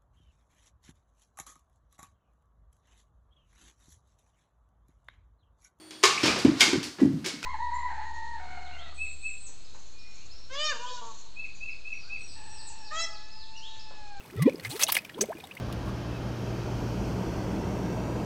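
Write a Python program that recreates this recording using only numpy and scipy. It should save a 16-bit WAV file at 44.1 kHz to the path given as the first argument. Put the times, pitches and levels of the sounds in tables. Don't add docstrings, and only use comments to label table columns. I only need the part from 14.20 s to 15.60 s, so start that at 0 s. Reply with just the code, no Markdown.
import sys
import numpy as np
from scipy import signal
from scipy.io import wavfile
from scipy.ndimage import uniform_filter1d

SR = 44100
rng = np.random.default_rng(int(sys.argv[2]) if len(sys.argv) > 2 else 0)


def master(y):
    cut = np.clip(np.atleast_2d(y).T, -1, 1)
    pcm = np.round(cut * 32767)
    wavfile.write(sys.argv[1], SR, pcm.astype(np.int16))


N = 61739

# f/Hz, level/dB
AIR_COLOUR = [(20, -60), (60, 0.5), (160, 5), (430, -1), (1160, -9), (2400, -11), (4000, -16.5),
              (16000, -18.5)]
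# f/Hz, level/dB
SPRAY_COLOUR = [(150, -49), (500, 7), (1400, 2.5), (2500, 9.5), (4500, 2.5), (6000, 5), (9000, 6.5),
                (12000, 6.5), (16000, 5)]
# f/Hz, level/dB
LISTENING_COLOUR = [(20, -0.5), (5200, -0.5), (6300, -2), (7250, -6.5), (7700, -2.5), (16000, -4.5)]
# f/Hz, t/s
CRATER_FADE = [(100, 0.19), (500, 0.7), (2500, 0.32), (16000, 0.25)]
# start t/s, f/Hz, level/dB, t/s to fade by 60 dB, rise/(octaves per s)
SMALL_BUBBLES = [(.0055, 2770, -40.5, .025, -10), (0.1005, 1850, -43, .016, -6),
                 (0.106, 2480, -42, .012, 0), (.222, 2062, -28.5, .035, -5), (0.296, 2280, -31, .03, 16),
                 (0.324, 2356, -40.5, .025, 16), (0.3576, 4770, -37.5, .009, 37),
                 (.397, 1950, -37, .022, -13), (0.399, 4160, -35.5, .016, 19),
                 (.449, 1970, -26.5, .055, 13.5), (.504, 3660, -37, .03, 4.5), (0.513, 4030, -32, .04, 11),
                 (0.5957, 1286, -32, .04, 15), (0.6298, 2700, -21.5, .008, 11),
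                 (0.6347, 5840, -6.5, .006, 26), (0.638, 6340, -6, .009, 22), (0.636, 2670, -22, .025, -6),
                 (0.6672, 3930, -28.5, .02, -16), (0.6737, 3000, -29.5, .028, -9),
                 (0.681, 11000, -22, .004, 0), (0.719, 13400, -20, .003, 0), (0.7297, 13400, -12, .003, 3),
                 (0.7474, 9500, -10.5, .003, 49), (0.7864, 2534, -28, .035, -0.5),
                 (0.7883, 4640, -32, .014, 39), (0.851, 2380, -36.5, .035, -4), (0.897, 1766, -36, .03, 19),
                 (1.016, 7690, -22, .03, 2), (1.039, 2170, -36.5, .025, 24),
                 (1.011, 6160, -17.5, .027, 8.5), (1.17, 2380, -45.5, .05, 4), (1.205, 2444, -41, .035, 2),
                 (1.2395, 3660, -39, .04, 8)]
# start t/s, length t/s, first f/Hz, last f/Hz, level/dB,
# place of the peak (0 to 1), lateness of the pitch slide (1 is even, more is later)
SMALL_GULPS = [(0.117, 0.051, 289, 456, -37.5, 0.53, 0.79), (0.157, 0.019, 182, 119, -28, 0.18, 1.06),
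               (0.165, 0.037, 355, 532, -33.5, 0.88, 1.6), (.295, 0.043, 139, 252, -41, 0.4, 2),
               (0.341, 0.011, 288, 483, -26, 0.66, 1.6), (.355, 0.058, 157, 168.5, -42, 0.83, 0.41),
               (0.418, 0.1, 99, 166, -34, 0.84, 2.9), (0.509, 0.067, 227.7, 544, -34, 0.71, 1.14),
               (.512, 0.077, 780, 1058, -43.5, 0.25, 0.92), (0.63, 0.043, 536, 700, -36, 0.34, 0.55),
               (.6865, .0125, 760, 1080, -24.5, .65, 1), (.6975, .0065, 1200, 5600, -22, .6, 1),
               (.7665, .0085, 2500, 1650, -13.5, .2, 1), (0.932, 0.066, 282.3, 635, -36.5, 0.83, 1.6),
               (0.983, 0.015, 397, 226, -31, 0.9, 1.74), (0.989, 0.088, 194.5, 228.4, -35.5, 0.39, 0.56),
               (1.002, 0.048, 384, 1160, -22.5, 0.48, 4.4), (1.083, 0.02, 378, 533, -31, 0.32, 1.45),
               (1.096, 0.024, 550, 737, -25, 0.4, 0.69), (1.117, 0.015, 797, 1350, -31.5, 0.37, 1.3),
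               (1.125, 0.01, 1450, 1980, -39, 0.67, 1.65), (1.149, 0.031, 282, 377, -36, 0.15, 0.6),
               (1.186, 0.0095, 685, 392, -38, 0, 0.31), (1.311, 0.013, 2470, 3280, -34.5, 0.07, 1.66),
               (1.367, 0.016, 1960, 3500, -35, 0.16, 1.6)]
# start t/s, length t/s, level/dB, place of the peak (0 to 1),
# f/Hz of the opening, its rise/octaves, spray level/dB against the opening's ring
SKIN_TEARS = [(0.22, 0.014, -30, 0.62, 7600, 1.02, 7), (0.423, 0.063, -39, 0.65, 2280, -0.31, 2),
              (0.491, 0.072, -36.5, 0.2, 7900, 0.36, 9), (0.554, 0.038, -36, 0.03, 2650, -1.5, 10.5),
              (0.592, 0.021, -27, 0.32, 1590, 0.92, 11), (0.606, 0.022, -23.5, 0.49, 3520, 0.51, 8),
              (0.622, 0.012, -19, 0.32, 1900, 0.97, 16), (0.633, .013, -18.5, 0.04, 8700, 0.24, -2),
              (0.683, 0.028, -26, 0, 3350, 0.54, 5), (0.6865, 0.0184, -29, 0, 925, 0.18, -33),
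              (0.7205, 0.01, -14.5, 0.24, 13700, 0.048, -6.5), (.722, 0.011, -36.5, 0.8, 3200, 0.19, -24),
              (0.732, 0.018, -34.5, 0.66, 2290, -0.17, 9), (0.749, 0.012, -21, 0.05, 3200, -0.39, 5.5),
              (0.763, .02, -25.5, 0.27, 2950, -0.4, 20), (0.767, 0.019, -41.5, 0.43, 880, -0.79, -21),
              (0.8477, 0.00554, -36, 0, 2950, -0.0006, 7), (0.893, 0.0057, -41, 0.3, 2340, -0.042, -28),
              (0.94, 0.013, -46, 0.6, 3200, 0.033, -21), (1.2, 0.0067, -45.5, 0.25, 3570, -0.13, -16),
              (1.008, 0.02, -21.5, 0.14, 5890, 0.33, -6.5), (1.012, 0.026, -32.5, 0.1, 7700, 0.26, -5),
              (1.234, 0.018, -43, 0, 810, -0.19, -27), (0.978, 0.021, -39.5, 0.43, 950, 0.13, -10)]
# t/s, f/Hz, level/dB
BIG_GULP_PATH = [(0.164, 80.8, -33), (0.194, 114.3, -26.5), (0.21, 131.7, -21), (0.226, 158.6, -15.5),
                 (0.24, 179, -22.5), (0.248, 196.5, -33), (0.262, 256.4, -10), (0.269, 277, -9),
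                 (.274, 397, -18), (.280, 473, -11), (0.287, 539, -18), (0.294, 558, -28),
                 (0.303, 625, -75)]
# first f/Hz, middle f/Hz, last f/Hz, level/dB against the gulp's peak
POCKET_TONES = [(1340, 1130, 870, -30), (1860, 2060, 1800, -30), (2595, 2000, 2800, -38),
                (3320, 3700, 2600, -42.5), (3730, 3100, 3680, -46)]


def amp(db):
    return 10 ** (np.asarray(db) / 20)


def evened(x):
    return x / np.sqrt(np.mean(x ** 2) + 1e-20)


def read(points, hz):
    f, value = np.transpose(points)
    return np.interp(np.log(hz + 1), np.log(f), value)


def add(mix, start, sound):
    part = mix[max(round(start * SR), 0):][:len(sound)]
    part += sound[:len(part)]


def colour(x, points, size=4096):
    log_gain = np.log(amp(read(points, abs(np.fft.fftfreq(size, 1 / SR)))))
    response = np.fft.ifft(np.exp(signal.hilbert(log_gain).conj())).real[:size // 2]
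    return signal.fftconvolve(x, response)[:len(x)]


def resonate(x, hz, width_hz):
    turn = np.exp(2j * np.pi * np.cumsum(hz) / SR)
    decay = np.exp(-np.pi * width_hz / SR)
    for _ in range(2):
        x = 2 * (turn * signal.lfilter([1 - decay], [1, -decay], x / turn)).real
    return evened(x)


def wobble(rate_hz):
    smooth = signal.butter(2, min(rate_hz, SR / 4), fs=SR, output="sos")
    return evened(signal.sosfilt(smooth, rng.standard_normal(N)))


def swell(progress, peak, edge_db):
    peak = np.clip(peak, .05, .95)
    away = np.maximum((peak - progress) / peak, (progress - peak) / (1 - peak))
    return amp(-edge_db * away ** 1.095) * (1 - away ** 8)


def outdoor_air(db=-51.5):
    return amp(db) * evened(colour(rng.standard_normal(N), AIR_COLOUR))


def crater_echo(x, rim_db=-12, tail_db=-24):
    t = np.arange(SR // 2) / SR
    rim = rng.standard_normal(len(t)) * (rng.random(len(t)) < .05) * (t > .001) * np.exp(-t / .005)
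    rim = signal.sosfilt(signal.butter(2, 736, "high", fs=SR, output="sos"), rim)
    hz, times, bands = signal.stft(rng.standard_normal(len(t)), SR, nperseg=256)
    fade = amp(-60 * times / read(CRATER_FADE, hz)[:, None])
    tail = signal.istft(bands * fade, SR, nperseg=256)[1][:len(t)]
    echo = amp(rim_db) * rim / np.linalg.norm(rim) + amp(tail_db) * tail / np.linalg.norm(tail)
    return signal.fftconvolve(x, echo)[:N]


def simmer(sizes=24, bubbles_per_s=260, drops_per_s=90):
    t = np.arange(0, .03, 1 / SR)
    fizz = np.zeros(N)
    for hz in np.geomspace(450, 6000, sizes):
        cycles = hz * t * (1 + 8 * t)
        ring = (1 - np.exp(-cycles / 2)) * np.exp(-cycles / 7) * np.sin(2 * np.pi * cycles)
        pops = rng.standard_normal(N) * (rng.random(N) < bubbles_per_s / sizes / SR)
        fizz += signal.oaconvolve(pops, ring)[:N]
    drops = rng.uniform(-1.56, 1, N) * (rng.random(N) < drops_per_s / SR)
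    tick = rng.standard_normal(N)[:len(t)] * np.exp(-t / .0015)
    ticks = signal.oaconvolve(drops, tick)[:N]
    return amp(-52) * fizz + amp(-50) * colour(ticks, SPRAY_COLOUR)


def tiny_bubble(hz, periods=11.3):
    progress = np.arange(0, 1, hz / (periods * SR))
    shape = (1 - np.exp(-progress * 10)) * np.exp(-5 * progress)
    return evened(shape * np.sin(2 * np.pi * periods * progress * (1 + 0.2 * progress))) / 2


def pip(hz, db, fade_s, rise):
    t = np.arange(0, fade_s, 1 / SR)
    glide = hz * 2 ** (rise * t) * (1 + .022 * wobble(rate_hz=240)[:len(t)])
    shape = (1 - np.exp(-t / (.0077 * fade_s))) * amp(-60 * t / fade_s)
    rough = 1 + .24 * wobble(rate_hz=1350)[:len(t)]
    ring = shape / shape.max() * rough * np.sin(2 * np.pi * np.cumsum(glide) / SR)
    band = signal.butter(2, [hz / 2, min(3 * hz, SR * .45)], "band", fs=SR, output="sos")
    noise = evened(signal.sosfilt(band, rng.standard_normal(N)))[:len(t)]
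    tick = noise * np.exp(-t / (.09 * fade_s))
    return amp(db) * (ring + amp(-10) * tick)


def small_gulp(length, first_hz, last_hz, db, peak, lateness):
    progress = np.arange(0, length, 1 / SR) / length
    glide = first_hz * (last_hz / first_hz) ** (progress ** lateness)
    tone = np.sin(2 * np.pi * np.cumsum(glide) / SR)
    rough = 1 + .27 * wobble(rate_hz=first_hz * .47)[:len(progress)]
    return amp(db) * swell(progress, peak, edge_db=14) * rough * tone


def tear(length, db, peak, hz, rise, spray_db, bubbles_per_s=450):
    progress = np.arange(0, length, 1 / SR) / length
    snaps_per_s = 7000 * amp(.45 * (db + 22))
    snaps = rng.choice([-1, 1], N) * (rng.random(N) < snaps_per_s / SR)
    snaps = (snaps * amp(4.5 * rng.standard_normal(N)))[:len(progress)]
    snaps = signal.sosfilt(signal.butter(2, 314, "high", fs=SR, output="sos"), snaps)
    ring = resonate(snaps, hz * 2 ** (rise * progress), width_hz=.36 * hz)
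    spray = evened(colour(snaps, SPRAY_COLOUR))
    low_hz, high_hz = 2640, 12700
    for place, height in rng.random((N, 2))[:round(bubbles_per_s * length)]:
        bubble_hz = low_hz * (high_hz / low_hz) ** height
        add(spray, place * length, amp(-1) * tiny_bubble(bubble_hz))
    splutter = evened(ring + amp(spray_db) * evened(spray))
    return amp(db) * swell(progress, peak, edge_db=9) * splutter


def big_gulp(overtone_db=-27.5, hiss_db=-39, hiss_hz=2500):
    times, hz, db = np.transpose(BIG_GULP_PATH)
    t = np.arange(times[0], times[-1], 1 / SR)
    phase = 2 * np.pi * np.cumsum(np.interp(t, times, hz)) / SR
    tone = np.sin(phase) + amp(overtone_db) * np.sin(2 * phase)
    fade_in = np.minimum(phase / (2 * np.pi), 1)
    level = uniform_filter1d(amp(np.interp(t, times, db)), size=130) * fade_in
    leak = rng.standard_normal(N)[:len(t)] * (1 + np.cos(phase))
    highs = amp(hiss_db) * resonate(leak, np.full(len(t), hiss_hz), width_hz=hiss_hz)
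    for *path_hz, tone_db in POCKET_TONES:
        glide = np.interp(t, np.linspace(times[0], times[-1], len(path_hz)), path_hz)
        glide *= 1 + .017 * wobble(rate_hz=41)[-len(t):]
        ring = np.sin(2 * np.pi * np.cumsum(glide) / SR)
        rasp = resonate(leak, glide, width_hz=220)
        highs += amp(tone_db) * (ring + .5 * rasp)
    highs_level = np.sqrt(level * level.max())
    return level * tone + highs_level * highs


def scene():
    mud = simmer()
    add(mud, BIG_GULP_PATH[0][0], big_gulp())
    for source, table in ((small_gulp, SMALL_GULPS), (pip, SMALL_BUBBLES), (tear, SKIN_TEARS)):
        for start, *settings in table:
            add(mud, start, source(*settings))
    air = outdoor_air()
    return (mud + crater_echo(mud) + air)[None]


def record(dry):
    treble_cut = signal.firwin(511, cutoff=15950, window=("kaiser", 9), fs=SR)
    return signal.oaconvolve(colour(dry[0], LISTENING_COLOUR), treble_cut, "same")[None]


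dry = scene()
out = record(dry)
master(out)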